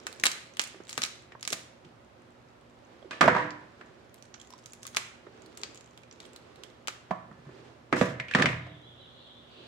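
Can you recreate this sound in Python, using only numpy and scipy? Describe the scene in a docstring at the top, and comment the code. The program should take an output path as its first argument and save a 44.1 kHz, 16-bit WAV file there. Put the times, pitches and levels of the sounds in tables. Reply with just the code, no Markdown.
"""Shell snaps and crackles: crab legs are broken apart by hand over a plastic bowl in a steel kitchen sink.
Fractures are bursts of noise shaped by the resonance of each piece; pops are brief decaying tones.
Wet meat peels in tiny ticks, fingers rustle, spines rasp, and blows ring the bowl and boom the basin as modes.
A hard-walled kitchen answers with decaying noise over moving air and a low steady hum.
At the end a thin warble of frequency-modulated tone sounds from far off, with short clear glides."""
import sys
import numpy as np
from scipy import signal
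from scipy.fft import rfft, irfft, next_fast_len
from scipy.io import wavfile
from scipy.ndimage import uniform_filter1d, map_coordinates

SR = 44100
rng = np.random.default_rng(int(sys.argv[2]) if len(sys.argv) > 2 else 0)


def transcribe(signal):
    """Save signal, clipped to [-1, 1], as a 16-bit WAV file at the path in sys.argv[1]."""
    frames = np.atleast_2d(signal).T
    limited = np.clip(frames, -1, 1)
    pcm = np.round(limited * 32767).astype(np.int16)
    wavfile.write(sys.argv[1], SR, pcm)


N = 426447

# Coherence of diffuse sound at the two microphones. Each row: frequency in Hz, likeness from 0 to 1.
DIFFUSE_LIKENESS = [(130, 0.59), (300, 0.93), (600, 0.024), (1200, 0.0099), (8000, 0.053)]
# Coherence of echoes at the two microphones. Each row: frequency in Hz, likeness from 0 to 1.
ECHO_LIKENESS = [(130, 0.99), (300, .93), (600, .15), (1200, .01), (8000, .1)]


def cracking(lag_s=0.00024, leg_db=-15, sink_share=0.23):
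    """Brittle fracture in runs: the broader the piece, the more it excites the hollow leg and the sink."""
    # Fractures of the shell. Each row: time in seconds, level of the direct tear in dB,
    # pitch of the piece in Hz, fizz (extra treble) in dB, left-over-right level in dB.
    fractures = [(0.068, -23, 1760, 0, -3), (0.1277, -37.5, 3950, 5, -3), (0.1985, -32, 6550, 0, 0.5),
                 (0.2362, -24, 6000, 5.5, -1), (0.2379, -13, 1940, 4.5, -1.5),
                 (0.2421, -26.5, 6500, 2.5, 7.5), (0.2555, -13.5, 2400, 6, 5), (0.2595, -15, 3870, 1, -3),
                 (0.267, -11.5, 4230, -4, -0.5), (0.3163, -25, 6200, 0, -1.5), (0.57, -33, 3060, 2, 2),
                 (0.595, -13.5, 3020, -7, -3), (0.6162, -26, 7150, 3.5, 7.5), (0.6387, -27.5, 7800, 3, 0.5),
                 (0.6749, -39, 6800, 9, 1), (0.8933, -31, 4700, 0, 0), (0.8974, -36, 7500, 7, 0.5),
                 (0.9065, -37.5, 5010, 3, -0.5), (0.911, -37, 4200, 1.5, 0.5), (0.929, -28.5, 7100, -4, 1),
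                 (0.9782, -18.5, 1340, 2.5, 2.5), (1.0192, -20, 5070, -2.5, -1),
                 (1.032, -25, 4900, -8.5, -4), (1.0368, -16.5, 5980, -1.5, 2.5),
                 (1.0502, -26.5, 5200, -7, -4.5), (1.062, -35, 1380, 9, -9), (1.4098, -42.5, 6770, 2, -3),
                 (1.4283, -27.5, 5240, -2.5, -0.5), (1.4514, -29.5, 4970, -3.5, 0.5),
                 (1.4765, -20, 6760, 1.5, -4), (1.5042, -27, 5970, -2, -4), (1.5229, -27.5, 7000, 5, -1),
                 (1.528, -19.5, 5900, 3.5, 0.5), (1.5308, -21.5, 3700, -2.5, -2.5),
                 (1.532, -26, 7160, -1, 3.5), (3.2116, -19.5, 4460, -3, 0), (3.229, -33, 4620, 2.5, -4),
                 (3.26, -34.5, 5570, -0.5, 0), (3.5067, -36.5, 4800, -19, 0.5),
                 (4.143, -45.5, 12300, 8, -3), (4.2244, -43.5, 6190, 0, -9), (4.341, -41.5, 6000, -31, -12),
                 (4.3445, -38.5, 1490, -20, -7), (4.3555, -56, 5900, -11, 3), (4.4, -44.5, 7200, -6, -5),
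                 (4.415, -41.5, 6900, -1, -5), (4.473, -49, 7000, -2, 4), (4.505, -43, 5540, 4, -1.5),
                 (4.525, -50, 5600, -14, -9), (4.5368, -46.5, 5000, -8, -8), (4.58, -51, 5960, 5, 1),
                 (4.6593, -35.5, 6350, 3, -3.5), (4.734, -37, 6900, 6, -1), (4.831, -35, 6200, 4.5, -2),
                 (4.8525, -36.5, 1250, -5, 2), (4.8675, -30.5, 6700, 10, 2), (4.8758, -40, 6740, -16, -11),
                 (4.948, -31, 1370, -4.5, 0), (4.9643, -28.5, 5870, 3, -10.5),
                 (4.969, -12.5, 2380, -2.5, 0), (5.4203, -47, 7040, -4, -5), (5.4612, -47, 4400, 6, -1),
                 (5.5744, -35, 7500, 4.5, 2.5), (5.615, -45, 6950, -0.5, 8.5), (5.6344, -23, 4530, -12, 3),
                 (5.7466, -43, 7110, -0.5, -3), (5.757, -43.5, 7300, 0, 0), (5.7747, -40.5, 6980, -6, 0),
                 (5.809, -44.5, 7000, -2, -4), (5.976, -41.5, 3350, -1, 1), (6.034, -46, 2400, -8, -4),
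                 (6.112, -42, 5600, -24, -4), (6.126, -45, 7000, -8, -3), (6.333, -47.5, 7500, 3, -1.5),
                 (6.2031, -36, 3800, -5.5, -1), (6.2531, -43.5, 3330, -2, -2.5), (6.262, -52, 8600, 7, -5),
                 (6.362, -38, 4140, 3, 1), (6.559, -48, 3970, 3.5, 0), (6.6358, -34, 3320, -2, -3.5),
                 (6.874, -25.5, 3140, 0, 4), (6.8824, -20.5, 1350, -3.5, -1.5)]
    # Modes of a hollow leg. Each row: frequency in Hz, relative level in dB, t60 in seconds.
    leg_modes = [(1231, 1, 0.067), (1534, -7.5, 0.094), (3920, -6.5, 0.067)]
    plate_hz = 1200  # pitch of a broad plate of shell; splinters are higher
    plate_body_db, body_db_per_octave = 4, -4  # the smaller the piece, the less body its snap has
    # a medium snap rings its piece; a harder one tears wider and rings less
    medium_snap_db, medium_ring_db, ring_loss_per_db = -25, 6, 0.28
    lag = round(lag_s * SR)  # samples by which the tear reaches the right microphone later
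    track = np.zeros((2, N))
    t = np.arange(SR // 5) / SR
    for s, db, pitch_hz, fizz_db, pan_db in fractures:
        body_db = plate_body_db + body_db_per_octave * np.log2(pitch_hz / plate_hz)
        ring_db = medium_ring_db - ring_loss_per_db * (db - medium_snap_db)
        left, right = snap(pitch_hz, body_db, fizz_db, ring_db)
        late_right = np.pad(right, (lag, 0))[:len(left)]
        # the factor scales modes of energy 1 to the energy of 1 ms at rms 1, like the tear
        x = amp(leg_db + body_db) * np.sqrt(SR / 1000) * ringing(leg_modes, t)
        add(x, 0, np.array([left, late_right]))
        x = in_kitchen(x, sink_db=-6.5 + sink_share * body_db, sink_t60=0.074, room_db=-9.5)
        add(track, s - .0003, amp(db) * placed(x, pan_db))
    return track


def snap(pitch_hz, body_db, fizz_db, ring_db, t60=0.012, rise=0.000037):
    """Impulsive excitation of a resonator: tearing noise rings the piece; energy is that of 1 ms at rms 1."""
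    midrange_share = 0.3  # share of the body's gain or loss that reaches up into the midrange
    overtone_ratio, overtone_share = 3.9, 0.39  # second resonance of the piece, and its relative height
    t = np.arange(SR // 40) / SR
    shell = [(60, -23.0), (280, body_db - 2.0), (650, body_db - 0.5), (1150, body_db + 6.0),
             (2200, 8.5 + midrange_share * body_db), (5000, 3), (7300, 3.5),
             (9500, fizz_db - 3.0), (15000, fizz_db - 17.5)]
    tear = burst(t, t60, rise, [(400, 0.96), (2000, 0.92), (10000, 0.073)])
    width = 1.7 / max(ring_db, 7)  # in octaves; the stronger the ring, the narrower

    def colour(hz):
        piece = hump(hz, pitch_hz, width) + overtone_share * hump(hz, overtone_ratio * pitch_hz, width)
        return along(shell, hz) + ring_db * piece + evening_db(tear, hz)

    return unit(coloured(tear, colour, size=1024)) * np.sqrt(SR / 1000 / len(t))


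def knocking(blow_t60=0.022, rise=0.0012, strike_db=-6, bowl_db=-8.0, basin_db=-23):
    """Modal excitation by impact: a hard contact and short clatter ring the bowl and boom the basin."""
    # Shell and meat knocking on the bowl and on each other. Each row: time in seconds, level in dB,
    # pitch of the piece in Hz, ring of the piece in dB, thump (bass) in dB, clack (treble) in dB,
    # after-ring of bowl and room in dB.
    blows = [(0.745, -50, 350, 13.5, 0, -40, -15), (0.8034, -47.5, 338, 13, 0.5, -28, -30),
             (0.9794, -41, 261, 4, -1, -10, -28), (1.321, -51, 1920, 9, -10, 3, -13),
             (1.3509, -47.5, 990, 15, 3, -43, -39), (1.527, -39.5, 302, 0, -3, -18, -9.5),
             (1.849, -52, 355, 23, 24.5, 16, -3), (3.11, -40.5, 2370, -2, -21, 5, -0.5),
             (3.132, -47.5, 2500, 8, -9.5, 1, -4), (3.21, -21, 1450, 5.5, -4, 1, -6.5),
             (3.214, -19.5, 1300, 6, -16, -3, -4), (3.2293, -26, 1100, 3, -9, -9.5, -24),
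             (3.2409, -27.5, 650, 8, -3, -4, -9.5), (3.257, -25, 167, 0, 6.5, -15, -13),
             (3.2787, -22.5, 800, 5, -12, -6.5, -3.5), (3.2827, -21.5, 1550, 10, -7, -9, -4.5),
             (3.2951, -28.5, 1500, 10, 7.5, -12, -5), (3.317, -34.5, 180, 13, -4, -15, -7),
             (3.35, -29, 1000, 6.5, -4, -8, -3), (3.365, -28.5, 960, 13, -9, -6, -2),
             (3.383, -37.5, 1750, 6, -12, -2, 3), (3.8115, -51, 1480, 7, -19, 0.5, -5),
             (5.268, -48.5, 379, 12, -21, -26, -14), (7.1092, -32.5, 720, 18.5, 1, -5, -8.5),
             (7.1126, -34.5, 1036, 20.5, 0, -4, -6.5), (7.3133, -49.5, 1190, 7, 16.5, -26, -4.5),
             (7.468, -50, 263, 2, 20, -21, -2), (7.492, -51, 370, 15, 2, -24, -10),
             (7.9268, -23.5, 2100, 3.5, -2.5, -6.5, -7.5), (7.934, -29.5, 333, 10, -3, -9, -2.5),
             (7.9668, -37, 1750, 5, -1.5, -7, -5), (8.0125, -23, 525, 8, 8, -4, -5),
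             (8.024, -38, 1690, 20, 9, -3, -1), (8.1995, -32.5, 2037, 18, -23, 6, -9),
             (8.284, -47, 2330, 14.5, -15, 10.5, -1), (8.312, -38.5, 1700, 23, -19, 15, -1),
             (8.338, -41.5, 2000, 18, -4.5, 21, -8), (8.3498, -21.5, 1400, 4.5, 0, 1, -4.5),
             (8.3872, -27.5, 1240, -5, 7, -7, -0.5), (8.398, -30, 1600, 3, 1.5, -2, -4),
             (8.402, -30.5, 284, 15, 6, -2, -6), (8.416, -35, 2700, 2, 7, -8, -10),
             (8.4219, -27, 2000, 1, -4, 7.5, -18), (8.425, -27, 1750, 9.5, -4, 2, -12),
             (8.443, -29, 88, 21, 3.5, -5.5, -4), (8.4579, -23, 2100, 10, -8, 4, -8),
             (8.465, -32, 2120, 13, 17.5, 4, -3.5), (8.487, -32.5, 2160, 16.5, 14, 1, -15.5),
             (8.529, -39, 2100, 9, 11, -3, -9), (8.666, -49.5, 680, 15, -1, -0.5, -6.5)]
    # Modes of the plastic bowl. Each row: frequency in Hz, relative level in dB, t60 in seconds.
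    bowl_modes = [(245.5, 3, 0.18), (301, -6.5, 0.98), (337, -2.5, 0.46), (373.3, 1, 0.21), (498, -1, 0.49),
                  (576, -9, 0.42), (648, -0.5, 0.54), (744, -0.5, 0.41), (785, -10, 0.42), (962, -1, 0.39),
                  (998, 0.5, 0.54), (1045, -1.5, 0.24), (1120, -4, 0.22), (1170, 1, .34), (1240, 4, 0.17),
                  (1497, -19, 0.49), (1549, -9.5, 0.3), (1613, -11, 0.65), (1744, 1, 0.59), (1890, 1, 0.45),
                  (2094, -5.5, 0.6), (2190, -3, 0.37), (2440, -0.5, 0.38)]
    # Modes of the steel sink under the bowl. Each row: frequency in Hz, relative level in dB, t60 in seconds.
    basin_modes = [(87.5, -12.5, 1), (122.6, -5.5, 0.96), (188.5, 0.5, 0.22)]
    hollow_1khz_db, hollow_db_per_octave = -1.5, -2  # hollow sound of a piece; lighter pieces have less
    track = np.zeros((2, N))
    t = np.arange(SR * 2 // 3) / SR
    for s, db, pitch_hz, piece_db, thump_db, clack_db, after_db in blows:
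        hollow_db = hollow_1khz_db + hollow_db_per_octave * np.log2(pitch_hz / 1000)
        contact = [(35, thump_db - 19.0), (75, thump_db - 8.5), (150, thump_db + 8.0),
                   (330, hollow_db + 2.0), (620, hollow_db + 4.0), (820, -3.4), (1200, 1.4), (1950, 0.22),
                   (2900, clack_db - 5.0), (4500, clack_db - 13.5), (8000, clack_db - 22.5),
                   (15000, clack_db - 55.0)]
        colour = lambda hz: along(contact, hz) + piece_db * hump(hz, pitch_hz, octaves=0.32)
        clatter = burst(t[:SR // 12], blow_t60, rise, [(300, 1.0), (800, 0.99), (3000, 0.067)])
        clatter[:, 0] += amp(strike_db)  # the hard first contact
        blow = coloured(clatter, lambda hz: evening_db(clatter, hz))
        # the level is the rms of the blow, in the left channel, spread over 20 ms
        force = amp(db) * np.sqrt(SR / 50) / np.linalg.norm(coloured(blow, colour)[0])
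        x = in_kitchen(blow, sink_db=-5.5, sink_t60=0.08, room_db=after_db)[:, :len(t)]
        x = x + amp(bowl_db + after_db) * ringing(bowl_modes, t)
        x = x + amp(basin_db) * ringing(basin_modes, t)
        add(track, s - .0002, force * placed(coloured(x, colour), -0.61))
    return track


def ringing(modes, t):
    """Modal superposition: damped sines, together of energy 1, take new strengths and phases at every blow."""
    detune = 0.004  # share by which the load of shells shifts a mode from blow to blow
    x = np.zeros((2, len(t)))
    for hz, db, t60 in modes:
        # higher modes reach the microphones out of step
        spread = rng.standard_normal((2, 1)) * min((hz / 1000) ** 2, 2)
        phase = rng.uniform(0, 2 * np.pi) + spread
        strength = amp(db + 2.5 * rng.standard_normal())
        shifted_hz = hz * (1 + detune * rng.standard_normal())
        x += strength * fade(t, t60) * np.sin(2 * np.pi * shifted_hz * t + phase)
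    onset = 1 - fade(t, 0.0025)
    return unit(x * onset) / np.sqrt(len(t))


def popping(second_db=-12, pan_db=-4):
    """Cavity resonance: a hollow piece or wet pocket sounds one clear pitch that swells and dies in milliseconds."""
    # Pops. Each row: time in seconds, level at the peak of the swell in dB, pitch in Hz, swell in seconds.
    pockets = [(0.2378, -12, 1990, 0.00043), (0.2587, -17.5, 3970, 0.0017), (0.2662, -18, 7580, .0007),
               (0.271, -25, 3860, .0015), (1.0362, -17.5, 3950, .0007), (1.509, -38.5, 398, 0.0026),
               (2.848, -58.5, 6500, .002), (3.026, -49.5, 3300, .001), (3.0262, -43, 620, 0.0017),
               (3.045, -43.5, 510, 0.0026), (3.054, -40.5, 367, 0.0043), (3.113, -36.5, 1620, .003),
               (3.117, -38.5, 2490, 0.0058), (3.23, -18, 308, .002), (3.2787, -10, 630, 0.0018),
               (3.2805, -13.5, 960, 0.0031), (3.364, -24, 985, 0.0027), (4.399, -47.5, 3240, .0008),
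               (4.413, -46, 3300, .001), (4.503, -49, 990, 0.002), (4.524, -50, 1020, .0016),
               (4.536, -40.5, 1000, 0.0019), (4.579, -58, 1040, .0015), (4.722, -41, 7070, .0006),
               (4.852, -43, 3630, .0008), (7.11, -33, 183, .007), (7.9264, -15, 1230, .0015),
               (7.927, -17, 291, 0.004), (8.0125, -19, 600, 0.0019), (8.014, -20.5, 251, 0.0038),
               (8.3375, -20, 2500, 0.00085), (8.3496, -14.5, 1770, 0.0015), (8.4234, -20, 1750, .0012),
               (8.457, -14.5, 2120, .001)]
    track = np.zeros((2, N))
    t = np.arange(SR // 12) / SR
    for s, db, pitch_hz, swell_s in pockets:
        # radians between the microphones, growing with pitch
        spread = np.minimum(pitch_hz / 2500, 1) * np.array([[-.6], [.6]])
        first, second = rng.uniform(0, 2 * np.pi, 2)
        phase = 2 * np.pi * pitch_hz * t
        # a fainter second part at the same pitch, with the opposite spread
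        tone = np.sin(phase + first + spread) + amp(second_db) * np.sin(phase + second - spread)
        swell = t / swell_s * np.exp(1 - t / swell_s)
        add(track, s, amp(db) * tone * swell)
    return placed(in_kitchen(track, sink_db=-14, sink_t60=0.047, room_db=-14.5)[:, :N], pan_db)


def scraping(rate_hz=600):
    """Stick-slip friction: spines catch and slip hundreds of times a second in a crisp, gritty rasp."""
    # A spiny leg drags over the bowl and the other shells.
    # Each row: start of full effort in seconds, its length in seconds, level of the direct sound in dB.
    drags = [(7.96, 0.079, -48), (8.38, 0.12, -58)]
    slips = (rng.random(N) < rate_hz / SR) * rng.standard_normal((2, N))
    grit = [(300, -12.0), (1200, -4.0), (2100, 7.0), (3200, 5.5), (5000, 0), (7500, -1.5),
            (10000, -14.0), (15000, -23.5)]
    rasp = unit(coloured(slips, lambda hz: along(grit, hz)))
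    rasp = rasp * effort(drags, attack_s=0.059, release_s=0.13)
    return in_kitchen(rasp, sink_db=8.5, sink_t60=0.089, room_db=-2.5)[:, :N]


def peeling(count=400, spread_db=4.0, idle_db=-72, attack_s=.12, release_s=0.23):
    """Random micro-fracture: wet fibres part in ticks that a harder pull makes louder and more frequent."""
    # The hands pull meat from the shell. Each row: start of full effort in seconds, its length in seconds,
    # level of the faintest ticks in dB.
    pulls = [(0, .5, -59.5), (.89, .17, -50), (1.43, .11, -57), (4.15, .85, -61.5), (5.56, .26, -57.5),
             (6.1, .55, -65.5)]
    track = np.zeros((2, N))
    pull = amp(idle_db) + effort(pulls, attack_s, release_s)
    progress = np.cumsum(np.sqrt(pull))  # ticks are spread evenly along this curve
    for when, pitch, size in rng.random((count, 3)):
        i = np.searchsorted(progress, when * progress[-1])
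        gain = pull[i] * amp(spread_db * min(-np.log(size), 3))
        tick = snap(2900 * 3.2 ** pitch, body_db=-7.0, fizz_db=-4.5, ring_db=12, t60=0.0062)
        add(track, i / SR, gain * tick)
    return in_kitchen(track, sink_db=-15.5, sink_t60=0.041, room_db=-6.0)[:, :N]


def rubbing(idle_db=-74, attack_s=0.23, release_s=0.27):
    """Sliding friction as filtered noise: fingers over wet shell make a soft, slightly uneven rustle."""
    # Wet fingers slide to a new grip.
    # Each row: start of full effort in seconds, its length in seconds, level in dB.
    strokes = [(0, 0.27, -55.5), (2.9, 1.1, -62), (5.33, 0.4, -57.5), (6.22, 0.46, -58.5), (7.5, 0.18, -56),
               (9.6, 0.12, -57.5)]
    # Spectrum of the rustle. Each row: frequency in Hz, relative level per Hz in dB.
    rub_spectrum = [(60, -9.5), (130, -13), (380, 7), (750, -5.5), (1500, -7.5), (4000, -14.5), (8000, -26),
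                    (15000, -59)]
    rustle = unit(coloured(pair(N, DIFFUSE_LIKENESS), lambda hz: along(rub_spectrum, hz)))
    uneven_db = 1.3 * wobble(35)
    return placed(rustle, -2.5) * amp(uneven_db) * (amp(idle_db) + effort(strokes, attack_s, release_s))


def warbling(turns_per_s=70, flutter_db=2.0, attack_s=0.17, release_s=.22):
    """Random frequency modulation: a hissy whistle glides, so far away that only its echo arrives."""
    # Thin, far-off warbles. Each row: start of full level in seconds, its length in seconds, level in dB,
    # centre in Hz, swing in Hz per unit of a random curve, hiss (greatest fast deviation) in Hz.
    whistles = [(8.619, 0.76, -58, 3420, 232.3, 300), (9.106, 0.078, -62.5, 4030, 150, 200),
                (9.53, .15, -55, 3590, 253, 900)]
    whistle = np.zeros(N)
    for s, length, db, centre_hz, swing_hz, hiss_hz in whistles:
        swing = swing_hz * np.clip(wobble(turns_per_s), -1.6, 1.6)
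        hiss = hiss_hz * np.tanh(wobble(900))
        pitch = centre_hz + swing + hiss
        tone = unit(np.sin(2 * np.pi * np.cumsum(pitch) / SR) * amp(flutter_db * wobble(14)))
        whistle += tone * effort([(s, length, db)], attack_s, release_s)
    echo = burst(np.arange(SR // 3) / SR, t60=0.79, rise=0.0017, alike=ECHO_LIKENESS)
    return signal.fftconvolve(whistle[None], echo, axes=1)[:, :N]


def gliding(bend=1.75):
    """Frequency sweep: short, clean whistles bend up or down, each trailed by its echo."""
    # Clear glides that stand out of the warble. Each row: start in seconds, length in seconds,
    # peak level of the direct sound in dB, first pitch in Hz, last pitch in Hz.
    sweeps = [(8.673, .05, -67, 3880, 3910), (8.732, 0.043, -59, 3620, 3100), (8.842, .06, -55, 3330, 3600),
              (8.885, 0.052, -56, 3480, 3100), (8.98, 0.1, -59.5, 4010, 3660),
              (9.048, 0.036, -54, 3560, 3200), (9.17, .05, -56.5, 3320, 3680),
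              (8.824, .04, -58, 3830, 4070), (9.003, .05, -60, 3040, 3060), (9.195, 0.033, -58, 3980, 4000),
              (9.345, .055, -58, 3400, 3670)]
    track = np.zeros((2, N))
    for s, length, db, from_hz, to_hz in sweeps:
        u = np.arange(round(length * SR)) / (length * SR)  # 0 to 1 along the glide
        pitch = from_hz + (to_hz - from_hz) * u ** bend
        tone = np.sin(np.pi * u) * np.sin(2 * np.pi * np.cumsum(pitch) / SR)
        add(track, s, amp(db) * tone * np.ones((2, 1)))
    return in_kitchen(track, sink_db=-10, sink_t60=0.072, room_db=-5)[:, :N]


def room_tone(air_db=-56):
    """Stationary background: moving air as filtered noise, an appliance's hum as sines of wandering phase."""
    # Spectrum of the air. Each row: frequency in Hz, relative level per Hz in dB.
    air_spectrum = [(15, -49.5), (25, -32.5), (64, -8), (123, -5), (206, -10), (242, -5.5), (263, -9.5),
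                    (373, -7), (476, -11), (531, -6), (775, -12.5), (1370, -15), (4140, -28), (6920, -35),
                    (16000, -53)]
    # Hum of a kitchen appliance. Each row: frequency in Hz, rms level in dB.
    hum_tones = [(121, -67.5), (240, -67.5), (365, -73)]
    t = np.arange(N) / SR
    air = amp(air_db) * unit(coloured(pair(N, DIFFUSE_LIKENESS), lambda hz: along(air_spectrum, hz)))
    hum = sum(amp(db) * np.sqrt(2) * np.sin(2 * np.pi * hz * t + 0.57 * wobble(2.1))
              for hz, db in hum_tones)
    return placed(air + hum, -0.19)


def in_kitchen(x, sink_db, sink_t60, room_db):
    """Reverberation by convolution: direct sound, a quick flutter between the sink walls, the room's tail."""
    # Reverberation time of the kitchen. Each row: frequency in Hz, t60 in seconds.
    room_t60 = [(100, 1), (300, 0.44), (800, 0.6), (2000, 0.61), (4000, 0.52), (8000, 0.42), (15000, 0.31)]
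    hz, t, z = signal.stft(pair(SR * 2 // 3, ECHO_LIKENESS), SR, nperseg=256)
    tail = signal.istft(z * fade(t, along(room_t60, hz)[:, None]), SR, nperseg=256)[1]
    t = np.arange(tail.shape[1]) / SR
    tail = tail * (1 - fade(t, 0.012))
    flutter = pair(len(t), ECHO_LIKENESS) * fade(t, sink_t60) * (1 - fade(t, 0.0027))
    response = (amp(room_db) * unit(tail) + amp(sink_db) * unit(flutter)) / np.sqrt(len(t))
    response[:, 0] += 1  # the direct sound
    return signal.fftconvolve(x, response, axes=1)


def effort(moves, attack_s, release_s):
    """Gain envelope of movements: each swells ahead of its start, holds for its length and lets go."""
    t = np.arange(N) / SR
    total = 0
    for s, length, db in moves:
        swell = 1 + (t - s) / attack_s
        let_go = 1 - (t - s - length) / release_s
        total = total + amp(db) * np.clip(np.minimum(swell, let_go), 0, 1) ** 2
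    return total


def burst(t, t60, rise, alike):
    """Transient noise of energy 1 at each microphone that swells and decays exponentially."""
    envelope = fade(t, t60) * (1 - np.exp(-t / rise))
    x = pair(len(t), alike) * envelope
    return x / np.sqrt(np.sum(x ** 2, axis=1, keepdims=True))


def pair(count, alike):
    """Interchannel coherence: white noise at both microphones with a given likeness per frequency."""
    turn = np.arccos(np.clip(along(alike, np.fft.rfftfreq(count, 1 / SR)), -1, 1)) / 2
    mid, side = irfft(rfft(rng.standard_normal((2, count))) * [np.cos(turn), np.sin(turn)], count)
    return np.array([mid + side, mid - side])


def coloured(x, gain_db, size=4096):
    """Minimum-phase (causal) filtering by the folded cepstrum of a function from Hz to dB."""
    cepstrum = irfft(np.log(amp(gain_db(np.fft.rfftfreq(size, 1 / SR)))))
    cepstrum[1:size // 2] *= 2
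    cepstrum[size // 2 + 1:] = 0
    response = irfft(np.exp(rfft(cepstrum)))
    return signal.fftconvolve(x, response[None], axes=1)[:, :x.shape[1]]


def evening_db(x, hz):
    """Spectral whitening: gain that evens out the chance peaks and holes of a short burst."""
    power = uniform_filter1d(np.mean(np.abs(rfft(x)) ** 2, axis=0), size=3)
    return -10 * np.log10(np.interp(hz, np.fft.rfftfreq(x.shape[1], 1 / SR), power) + 1e-3)


def hump(hz, centre_hz, octaves):
    """Resonance curve of height 1 on a log axis, at half height the given octaves from its centre."""
    return 1 / (1 + (np.log2((hz + 1) / centre_hz) / octaves) ** 2)


def placed(x, pan_db):
    """Level-difference panning: a positive value leans a stereo sound to the left."""
    return x * amp([[pan_db / 2], [-pan_db / 2]])


def add(track, s, sound):
    """Superposition: mix a stereo sound in at time s."""
    start = max(round(s * SR), 0)
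    track[:, start:start + sound.shape[1]] += sound[:, :max(N - start, 0)]


def fade(t, t60):
    """Exponential decay, 60 dB in t60."""
    return np.exp(-np.log(1000) * t / t60)


def wobble(rate):
    """Slow random modulation: a smooth curve with rate knots a second."""
    return map_coordinates(rng.standard_normal(int(N * rate / SR) + 4), [np.arange(N) * rate / SR])


def along(points, hz):
    """Interpolation of (Hz, value) points on a log frequency axis."""
    f, v = np.transpose(points)
    return np.interp(np.log(hz + 1), np.log(f), v)


def amp(db):
    """Decibels to amplitude gain."""
    return 10 ** (np.asarray(db) / 20)


def unit(x):
    """Normalisation to rms 1."""
    return x / np.sqrt(np.mean(x ** 2) + 1e-20)


def scene():
    """Superposition of everything heard at the sink."""
    shell = cracking() + knocking() + popping() + scraping()
    hands = peeling() + rubbing()
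    far_off = warbling() + gliding()
    return shell + hands + far_off + room_tone()


def record(dry):
    """Microphone response: the pair differ in colour, shed the deepest bass and stop at a band limit."""
    top_hz = 16300
    size = next_fast_len(N + SR // 2)
    hz = np.fft.rfftfreq(size, 1 / SR)
    # left-over-right level
    lean_db = along([(120, -0.5), (500, -5.0), (1000, -5.0), (2000, 0.5), (4000, -2.5), (8000, -0.5),
                     (13000, 2.0)], hz)
    bass_db = along([(25, -18), (40, -2.0), (55, -1.0)], hz)
    gain = amp([bass_db + lean_db / 2, bass_db - lean_db / 2]) * (hz < top_hz)
    return irfft(rfft(dry, size) * gain, size)[:, :N]


dry = scene()
out = record(dry)
transcribe(out)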